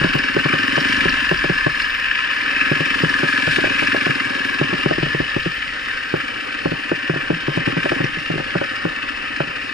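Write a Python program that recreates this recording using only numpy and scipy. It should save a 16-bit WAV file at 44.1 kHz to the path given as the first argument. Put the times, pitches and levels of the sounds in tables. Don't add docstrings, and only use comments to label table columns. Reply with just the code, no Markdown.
import sys
import numpy as np
from scipy import signal
from scipy.fft import rfft, irfft, next_fast_len
from scipy.io import wavfile
from scipy.ndimage import uniform_filter1d

SR = 44100
rng = np.random.default_rng(int(sys.argv[2]) if len(sys.argv) > 2 else 0)


def transcribe(signal):
    frames = np.atleast_2d(signal).T
    limited = np.clip(frames, -1, 1)
    pcm = np.round(limited * 32767).astype(np.int16)
    wavfile.write(sys.argv[1], SR, pcm)


def how_loud(loudness_db):
    steps = np.asarray(loudness_db, float) / 20
    return 10 ** steps


N = 429093
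T = np.arange(N) / SR
LONG = next_fast_len(N)
HZ = np.fft.rfftfreq(LONG, 1 / SR)

# time in seconds, peak of the exhaust thump in dB.
THROTTLE = [(0, -20), (.25, -23), (.65, -20.5), (1.05, -22), (1.25, -31), (2.2, -43), (2.47, -26),
            (3.0, -22.5), (4.75, -23.5), (5.3, -38), (6.0, -40), (6.22, -29), (7.45, -29.5), (7.7, -22.5),
            (8.0, -23), (8.15, -33), (8.65, -30), (9.73, -32)]
TICKS = [.15, .67, .82, 1.31, 1.9, 1.95, 2.0, 2.71, 3.0, 3.8, 3.96, 4.47, 4.53, 5.21, 5.55, 6.17, 7.52,
         8.04, 8.87]


def cycles():
    # time in seconds, firings per second.
    engine_speed = [(0, 21.42), (.32, 18.95), (1.08, 26.44), (1.4, 19.49), (2.35, 19.78), (2.85, 20.53),
                    (4.01, 22.65), (4.17, 20.22), (4.75, 20.97), (4.86, 20.04), (6.19, 15.95), (6.8, 16.52),
                    (7.43, 14.67), (7.59, 17.26), (9.33, 14.75), (9.73, 14.77)]
    first_turn = -.2
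    return first_turn + np.cumsum(along(engine_speed)[0]) / SR


def slack():
    return np.clip((-24 - along(THROTTLE)[0]) / 5, 0, 1)


def exhaust(turns):
    # frequency in Hz, width in Hz, level in dB.
    pipe_modes = [(271, 45.7, 0.5), (297.5, 68, -5.5), (232.6, 76, -6.5), (353, 49, -8.5), (555, 26, -18.5),
                  (116.4, 44, -13.5)]
    puff_hz, puff_at_s, puff_s, puff_db = 280, .015, .0042, 2.2
    echo_s, echo_db = .017, -8
    idle = slack()
    firings = np.flatnonzero(np.diff(np.floor(turns + .2)) > 0)
    luck = rng.standard_normal((len(firings), 3))
    jitter = (.00012 * SR * luck[:, 0]).astype(int)
    at = np.clip(firings + jitter, 0, N - 1)
    pulse_db = along(THROTTLE)[0][at] + (.8 + 1.4 * idle[at]) * luck[:, 1]
    train = np.zeros((2, N))
    train[:, at] = how_loud(pulse_db) * np.array([np.ones(len(at)), .4 * luck[:, 2]])

    t = T[:4000]
    thump = np.zeros(len(t))
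    for hz, width, db in pipe_modes:
        decay = np.pi * width * t
        thump += how_loud(db) * np.e * decay * np.exp(-decay) * np.sin(2 * np.pi * hz * t)
    puff = np.exp(-.5 * ((t - puff_at_s) / puff_s) ** 2) * np.sin(2 * np.pi * puff_hz * t)
    puff = how_loud(puff_db) * (puff + how_loud(echo_db) * np.roll(puff, round(echo_s * SR)))
    pulling = signal.oaconvolve(train * (1 - idle), thump[None])
    idling = signal.oaconvolve(train * idle, puff[None])
    return ports(*(pulling + idling)[:, :N])


def clatter(turns):
    # time in seconds, rattle in dB, treble lift by grit under the tyres in dB.
    rattle = [(0, -19, -2), (.3, -21.5, -1.5), (.9, -18.5, -0.5), (1.5, -21, -1.5), (2.1, -20, -4.5),
              (2.6, -19.5, -3), (3.0, -20, -0.5), (3.5, -20, 1), (4.1, -21.5, 0), (4.3, -22.5, 0),
              (5.0, -21.5, -3), (5.6, -24, -2), (6.5, -27, 0), (7.3, -25, -2.5), (7.9, -22.5, -4.5),
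              (8.25, -26, -0.5), (8.5, -24.5, -2.5), (9.73, -26, -3)]
    # middle in seconds, length in seconds, lift in dB.
    sprays = [(.95, 0.2, 1), (1.81, 0.066, 3), (2.785, 0.046, 0), (3.305, 0.054, 1.5), (3.54, 0.083, 3.5),
              (3.828, 0.086, 2), (4.042, .06, 1.5), (4.797, .05, 1.5), (7.564, 0.035, 4.5), (7.683, .06, 3),
              (7.876, 0.21, 3), (8.74, .05, 1.5), (9.656, .08, 2.5)]
    # time in seconds, peak in dB.
    hard_strokes = [(0.034, -11), (0.13, -8), (0.2339, -24), (0.2823, -12), (0.3875, -11.5), (0.4848, -12),
                    (0.5246, -9), (0.5841, -11), (0.7544, -9.5), (0.841, -10), (0.921, -9), (1.0041, -10),
                    (1.039, -12), (1.079, -9.5), (1.1378, -8), (1.1992, -10), (1.2436, -11), (1.3094, -17),
                    (1.4117, -18), (1.607, -12.5), (1.6621, -21), (1.7964, -8.5), (1.8502, -12),
                    (1.8966, -17), (2.0398, -14), (2.0966, -21), (2.1854, -9), (2.4324, -18),
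                    (2.5012, -17), (2.5506, -23), (2.611, -10), (2.8015, -18), (2.8539, -9),
                    (2.9038, -8.5), (2.9412, -8.5), (2.9871, -9), (3.1901, -19), (3.237, -14),
                    (3.2854, -10), (3.325, -12), (3.3732, -10.5), (3.5578, -12), (3.7479, -14),
                    (3.7913, -7.5), (3.8703, -6.5), (3.9165, -10), (4.0043, -17), (4.0602, -11),
                    (4.105, -8), (4.199, -9.5), (4.3864, -15), (4.444, -10),
                    (4.4863, -13.5), (4.5427, -16), (4.59, -12), (4.7287, -19), (4.831, -12.5),
                    (4.9023, -15), (5.1189, -16), (5.278, -14), (5.6786, -23), (5.8821, -13), (5.935, -17),
                    (5.9739, -16), (6.201, -11), (6.2832, -17), (6.406, -18), (6.486, -18), (6.542, -14),
                    (6.8779, -18), (7.1707, -14), (7.2116, -18), (7.4984, -28), (7.6606, -18),
                    (7.7206, -13), (7.7788, -21), (7.8282, -17), (7.8916, -15), (7.9459, -18), (7.983, -16),
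                    (8.0397, -12), (8.5386, -25), (8.579, -17), (8.6364, -15), (8.7082, -17), (8.7611, -17),
                    (9.0255, -14), (9.0878, -14.5), (9.2584, -17), (9.3597, -14), (9.3991, -12.5),
                    (9.5638, -14.5)]
    # frequency in Hz, width in Hz, left in dB, right in dB.
    body_modes = [(1054, 176, -8, -13.5), (1281, 173, -4.5, -5.5), (1559, 126, -5, -1.5),
                  (1740, 307, 3.5, 0.5), (2058, 40, -38, 0.5)]
    ring_modes = [(2307, 204, -4.5, -4.5), (2590, 600, 0, -5), (2938, 420, -4.5, -6.5)]
    fizz_modes = [(3525, 720, 0.78, -3), (4100, 1050, -0.86, -29), (4453, 240, -1.2, -3),
                  (5090, 706, -1.6, -0.5)]
    hiss_modes = [(5990, 760, 2, 3.5), (6980, 1700, 2, 1.5), (8880, 2700, -1.5, -2), (9800, 3800, -6.5, -8)]
    air_modes = [(12200, 3100, -1, -1), (14100, 3300, 0, 0)]
    layer_db = [-3, -4, -14, -26]
    grit_share = [0, .5, .8, 1.1]
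    stroke_db = [-7.5, -12, -25.5, -38.5, -68]
    rise_s, fall_s = .0025, .007
    air_start_db, air_fall_db_per_s = -62, 1

    rattle_db, grit_db = along(rattle)
    grit_db = grit_db + near(*np.transpose(sprays))
    t = T[:2000]
    slap = (1 - np.exp(-t / rise_s)) * np.exp(-t / fall_s) * 2
    slaps = struck(hard_strokes, slap)
    levels_db = [rattle_db + db + share * grit_db for db, share in zip(layer_db, grit_share)]
    air_db = air_start_db - air_fall_db_per_s * T
    levels_db.append(air_db + 8 * near(TICKS, .016) + .8 * chance(10)[0])

    turns = turns + (.02 + .08 * slack()) * chance(7)[0]
    burst = np.exp(4.5 * (np.cos(2 * np.pi * (turns - .71)) - 1))
    idle_stroke = np.exp(3 * (np.cos(2 * np.pi * (turns - .1)) - 1))
    strength = 1 + .2 * np.tanh(chance(12)[0])
    shared_db = (5 * burst + 2 * idle_stroke) * strength + .3 * chance(45)[0]
    layers = body_modes, ring_modes, fizz_modes, hiss_modes, air_modes
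    depths = .85, 1, 1.05, .45, .2
    flickers = chance(29, channels=5)
    out = np.zeros((2, N))
    for modes, db, slap_db, depth, flicker in zip(layers, levels_db, stroke_db, depths, flickers):
        hz, width, *side_db = np.transpose(modes)[:, :, None]
        peaks = 1 / (1 + (2 * (HZ - hz) / width) ** 2) ** 2
        gain = np.sqrt([(how_loud(2 * side) * peaks).sum(0) for side in side_db])
        throb = evened(how_loud(depth * shared_db + .4 * flicker))
        envelope = np.hypot(throb * how_loud(db + .37), slaps * how_loud(slap_db))
        out += ports(*(envelope * rng.standard_normal((2, N))), evened(gain))
    return out


def jolts():
    # time in seconds, peak in dB, boom and crack in dB relative to the peak.
    jolt_rows = [(0.011, -12.5, -9, -14.5), (0.042, -7.5, -11, -20), (0.149, -7, -12.5, -22),
                 (0.364, -6.5, -12.5, -15.5), (0.454, -9, -11, -16), (0.533, -11.5, -10.5, -14),
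                 (0.775, -6.5, -15, -16.5), (1.054, -10.5, -9.5, -18), (1.312, -8.5, -11.5, -15),
                 (1.44, -10.5, -15, -14), (1.495, -9, -8.5, -17.5), (1.663, -5.5, -13, -16.5),
                 (2.714, -9.5, -10.5, -15.5), (2.802, -9, -13.5, -20), (3.034, -9.5, -6, -18),
                 (3.23, -7.5, -15.5, -18), (3.473, -10.5, -6.5, -15), (3.583, -8.5, -20.5, -18.5),
                 (3.637, -10.5, -25, -10.5), (3.67, -17, -17, -13), (3.82, -9.5, -19.5, -16),
                 (3.943, -11, -25, -11.5), (4.064, -14, -9.5, -13), (4.094, -13.5, -8.5, -20),
                 (4.611, -7, -14, -18.5), (4.727, -10, -12, -20), (4.857, -4, -14.5, -17.5),
                      (4.908, -6.5, -19, -14), (4.979, -7.5, -15, -25), (5.026, -7, -12, -22),
                      (5.059, -15.5, -9.5, -14), (5.146, -12.5, -11, -19), (5.2, -8, -11.5, -22),
                      (5.362, -7.5, -15, -19), (5.459, -10, -11, -22), (6.138, -7.5, -14, -17),
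                      (6.655, -7, -13, -15), (6.716, -12, -8.5, -19), (6.914, -5, -18, -19),
                      (7.095, -9, -10, -18.5), (7.135, -17, -9, -15), (7.158, -15.5, -12, -16),
                      (7.3, -3.5, -16.5, -23), (7.327, -18, -4, -24),
                 (7.479, -7.5, -13.5, -22), (7.572, -10.5, -6.5, -17.5), (7.673, -7.5, -12, -20),
                    (7.696, -22, -13, -23), (7.766, -8.5, -10.5, -19), (7.855, -11.5, -16.5, -9.5),
                    (7.916, -9, -20, -11.5), (8.003, -8, -12.5, -19), (8.038, -11.5, -7.5, -23),
                    (8.168, -23.5, -3.5, -26), (8.3, -10.5, -8.5, -19.5), (8.337, -20, -12, -19),
                    (8.354, -16, -10, -23), (8.376, -17, -9, -12), (8.398, -16, -17, -12.5),
                    (8.552, -8, -11.5, -15), (8.611, -11.5, -22, -9), (8.85, -6.5, -14.5, -20.5),
                    (9.401, -12, -10, -8.5), (9.473, -26, -11, -26.5)]
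    # frequency in Hz, 60 dB decay in seconds, start phase in radians, level in dB.
    mount_modes = [(127.4, 0.13, 0.013, -10.5), (153.8, 0.09, 0.0025, -3.5), (315, 0.029, 0.038, 6.5),
                   (414.4, 0.06, 0, -9), (545, 0.065, 0.015, 2.5), (750, 0.054, 0.013, -3),
                   (1038, 0.026, 0, 3), (1390, 0.019, 0.0084, 5.5)]
    mode_group = [0, 0, 1, 1, 2, 2, 2, 2]
    boom_gain_db, knock_db, crack_gain_db, push_db = 5, -7.5, .5, -3
    front_hz, front_s, front_db = 1290, .00071, -3.5
    lag_s = .0009

    rows = jolt_rows
    luck = rng.random((len(rows), 16))
    out, t = np.zeros((2, N + 9000)), T[:4000]
    sweep = 330 * t + 4.2 * (1 - np.exp(-t / .0024))
    push = (t / .0028) ** 1.3 * np.exp(1.3 - 1.3 * t / .0028) * np.cos(2 * np.pi * sweep)
    front = t / front_s * np.exp(1 - t / front_s) * np.sin(2 * np.pi * front_hz * t)
    rise = (1 - np.exp(-t / .0013)) ** 2
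    other = np.array([[1], [1.12]])
    for (s, db, boom_db, crack_db), u in zip(rows, luck):
        group_db = boom_db + boom_gain_db, knock_db, crack_db + crack_gain_db
        blow = np.array([push + how_loud(front_db) * front, np.roll(push, 40)])
        knock = how_loud(.5 * crack_db + push_db) * blow
        for (hz, t60, phase, gain_db), group, v in zip(mount_modes, mode_group, u):
            envelope = how_loud(group_db[group] + gain_db + 7 - 60 * t / t60) * rise
            angle = 2 * np.pi * hz * (.954 + .18 * v) * other * t
            knock += envelope * np.sin(angle + phase + 3.64 * v * other ** 8)
        bounce_s, bounce_size = .00453 + .03 * u[8:11], .4 * (2 * u[11:14] - 1)
        for late, size in zip(bounce_s, bounce_size):
            shift = round(late * SR)
            knock[:, shift:] += size * how_loud(-330 * late) * knock[:, :len(t) - shift]
        at = round((s + lag_s) * SR)
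        out[:, at:at + len(t)] += how_loud(db) * np.sign(u[15] - .5) * knock
    high_pass = 1 / (1 + (85 / (HZ + 1)) ** 6)
    return ports(*out[:, :N], high_pass) * how_loud([[.1], [-.1]])


def clacks():
    # time in seconds, peak in dB, pitch in Hz.
    clack_rows = [(0.5876, -28, 4840), (0.631, -27, 4900), (0.7592, -27, 4900), (0.9253, -24, 5000),
                  (1.0425, -28, 5040), (1.3723, -23, 4750), (3.0929, -27, 4900), (3.7888, -28, 5000),
                  (3.8671, -27, 4900), (8.1868, -31, 4700), (0.1865, -26.5, 4700), (0.2389, -29, 5030),
                  (0.8016, -16, 4540), (0.8849, -23, 5200), (0.9647, -22, 4880), (1.0924, -17, 4960),
                  (1.8188, -19, 4420), (2.8559, -28, 4700), (3.021, -23, 4380), (3.1901, -29, 4940),
                  (4.153, -24, 4350), (4.5416, -21, 4570), (5.4291, -24, 4050), (8.0416, -30.5, 5300)]
    out, t = np.zeros(N + 2000), T[:2000]
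    for (s, db, hz), u in zip(clack_rows, rng.random((len(clack_rows), 14))):
        ring = sum(np.sin(2 * np.pi * hz * (.8 + .4 * v) * t + 70 * v) for v in u)
        envelope = how_loud(db - 13 - 60 * t / .05) * np.minimum(t / .002, 1)
        out[round(s * SR):][:len(t)] += envelope * ring
    return ports(out[:N], np.roll(out[:N], 9))


def snaps():
    # time in seconds, peak in dB.
    snap_rows = [(0.1555, -29), (1.3134, -41), (1.493, -51), (1.8901, -43), (2.6509, -46), (2.7122, -48),
                 (3.0006, -41), (3.7838, -43), (3.9709, -42), (4.1131, -44), (4.4583, -46), (4.5106, -49),
                 (4.6473, -65), (5.2071, -52), (5.3642, -55), (5.7623, -67), (5.9494, -63), (6.1779, -47),
                 (6.5989, -60), (6.6593, -56), (7.0863, -62), (8.0376, -45), (8.5694, -57), (8.8508, -48)]
    t = T[:60] - T[30]
    click = struck(snap_rows, np.exp(-(t / .00015) ** 2) * np.sin(2 * np.pi * 13800 * t))
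    return np.array([click, .8 * click])


def wind():
    # time in seconds, rumble in dB.
    gusts = [(0.0, -40), (0.6, -56), (1.0, -40.5), (2.38, -54.5), (3.17, -50), (3.39, -61), (3.52, -45.5),
             (4.28, -60), (4.99, -45), (6.59, -58), (6.67, -48), (6.8, -57), (7.89, -50), (9.73, -54.5)]
    # frequency in Hz, density in dB per Hz.
    rumble_colour = [(15, -5), (30, -1), (60, -3), (100, -12), (160, -15), (300, -6.5)]
    roar_colour = [(100, -3.5), (170, -15), (290, -6), (400, -8), (540, -4), (680, -13.5), (760, -6),
                   (850, -11), (1100, -1), (2000, -23.5)]
    roar_db = -26.5
    noise = rng.standard_normal((5, N))
    rumble = shaped(1.05 * noise[:1] + noise[1:3], colour(rumble_colour))
    rumble = evened(rumble * how_loud(1.5 * chance(6, channels=2)))
    roar = evened(ports(*noise[3:], colour(roar_colour)) * how_loud(1.5 * chance(15)))
    return rumble * how_loud(along(gusts)[0] + 8.5) + roar * how_loud(roar_db + .27 * along(THROTTLE)[0])


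def ports(a, b, gain=1):
    # frequency in Hz, lead of the left in radians, likeness from 0 to 1.
    port_pair = [(70, 0, .5), (150, 0, .93), (250, -1.1, .9), (400, -1.5, .8), (550, -1.9, .8),
                 (700, -2.3, .75), (1000, -2, .93), (1500, -.8, .96), (1950, -.6, .97), (2200, 1, .9),
                 (2900, 1.5, .95), (3100, 1.1, .75), (3400, 3, .55), (3700, 5.7, .5), (4700, 6.1, .6),
                 (5100, 6.1, .88), (6000, 6, .5), (10000, 6.2, .5), (12000, 6.28, .55)]
    f, lead, same = np.transpose(port_pair)
    lead = np.interp(HZ, f, lead)
    same = np.clip(np.interp(HZ, f, same), 0, 1)
    left = rfft(a, LONG)
    right = same * left + np.sqrt(1 - same ** 2) * rfft(b, LONG)
    turn = np.exp(.5j * np.outer([1, -1], lead))
    return irfft(gain * turn * np.array([left, right]), LONG)[:, :N]


def evened(x):
    return x / np.sqrt(np.mean(x ** 2) + 1e-20)


def along(rows):
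    s, *columns = np.transpose(rows)
    return [np.interp(T, s, c) for c in columns]


def shaped(x, gain):
    return irfft(rfft(x, LONG) * gain, LONG)[..., :N]


def colour(points):
    f, db = np.transpose(points)
    return how_loud(np.interp(np.log(HZ + 1), np.log(f), db, left=-90, right=-90))


def chance(hz, channels=1):
    count = N // 32 + 2
    low_pass = 1 / (1 + (np.fft.rfftfreq(count, 32 / SR) / hz) ** 2)
    slow = irfft(rfft(rng.standard_normal((channels, count))) * low_pass, count)
    return evened(np.array([np.interp(T, np.arange(count) * 32 / SR, row) for row in slow]))


def near(s, length, height=1):
    s, length, height = [np.reshape(v, (-1, 1)) for v in (s, length, height)]
    bumps = np.exp(-(2 * (T[::64] - s) / length) ** 4)
    return (height * bumps).max(0).repeat(64)[:N]


def struck(rows, shape):
    s, db = np.transpose(rows)
    train = np.zeros(N)
    train[(s * SR).astype(int)] = how_loud(db)
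    return signal.oaconvolve(train, shape)[:N]


def scene():
    turns = cycles()
    return exhaust(turns) + clatter(turns) + clacks() + snaps() + jolts() + wind()


def band_limit(x):
    return signal.sosfilt(signal.butter(12, 15930, fs=SR, output="sos"), x)


def record(dry):
    # time in seconds, frequency in Hz.
    ridge = [(0.0, 1730), (0.08, 1660), (0.3, 1746), (4.88, 1670), (5.53, 1760), (6.2, 1650), (6.61, 1790),
             (6.72, 1630), (6.77, 1800), (6.91, 1660), (7.02, 1760), (8.64, 1680), (8.7, 1820),
             (9.24, 1740), (9.32, 1790), (9.4, 1660), (9.65, 1850), (9.73, 1710)]
    # frequency in Hz, share of the loss.
    starved = [(11000, 0), (11150, .8), (11700, 1), (12300, 0), (15150, 0), (15300, 1), (15700, 2),
               (15900, 12)]
    # middle in seconds, length in seconds.
    lulls = [(5.26, .07), (5.73, .08), (5.93, .05), (6.55, .11), (7.05, .08), (7.34, .14), (8.12, .1),
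             (8.35, .09), (8.75, .12), (8.83, .05), (9.34, .08), (9.43, .05), (7.77, .06), (4.62, .04)]
    ridge_db, ridge_width_hz = 3, 79
    hz, t, z = signal.stft(dry, SR, nperseg=2048)

    def lean(centre_hz, width_hz, db):
        return np.outer(np.exp(-((hz - centre_hz) / width_hz) ** 2), db)

    def at_frames(x):
        return np.interp(t, T, x)

    drift = uniform_filter1d(rng.standard_normal(z.shape[1:]), size=7, axis=0)
    drift = evened(uniform_filter1d(drift, size=14, axis=1))
    lean_db = lean(1050, 130, np.interp(t, [4.8, 5.6], [0, -3.5]))
    lean_db += lean(1710, 90, np.interp(t, [4.1, 4.6], [.3, -2.6]))
    lean_db += lean(1930, 130, np.interp(t, [4.6, 5.6], [-1.2, 2.2]))
    lean_db += lean(2620, 150, 7.7 * np.exp(-((t - 2.6) / .051) ** 2))
    lean_db += lean(1640, 60, np.interp(t, [4.3, 5.6], [0, -2.5]))
    ridge_hz = np.interp(t, *np.transpose(ridge))
    lean_db += ridge_db * np.exp(-((hz[:, None] - ridge_hz) / ridge_width_hz) ** 2)
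    middle = ((hz > 900) & (hz < 5500))[:, None]
    z = z * how_loud(1.5 * drift * middle + lean_db)

    loss_db = -2 + 4 * at_frames(chance(9)[0]) - 3 * t
    loss_db -= 20 * at_frames(near([1.0, 1.75, 2.48], [.2, .2, .14]))
    loss_db += 40 * at_frames(near(TICKS, .03))
    z = z * how_loud(np.outer(np.interp(hz, *np.transpose(starved)), np.clip(loss_db, -40, -3)))

    cell = uniform_filter1d(abs(z).mean(0), size=5, axis=0)
    usual = uniform_filter1d(uniform_filter1d(cell, size=81, axis=0), size=41, axis=1)
    bar_db = np.interp(hz, [4000, 5500, 8000, 11000, 12200], [-60, -9, -3, -1, -.8])[:, None]
    bar_db = bar_db + np.outer(hz > 11100, .3 * t)
    z = z * how_loud(np.outer(hz > 11100, -50 * at_frames(near(*np.transpose(lulls)))))
    z = z * np.where(cell < usual * how_loud(bar_db), .01, 1)
    kept = signal.istft(z, SR, nperseg=2048)[1][:, :N]
    fade_in = np.minimum(T / .00092, 1)
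    return band_limit(np.clip(kept * fade_in, -1, 1))


dry = scene()
out = record(dry)
transcribe(out)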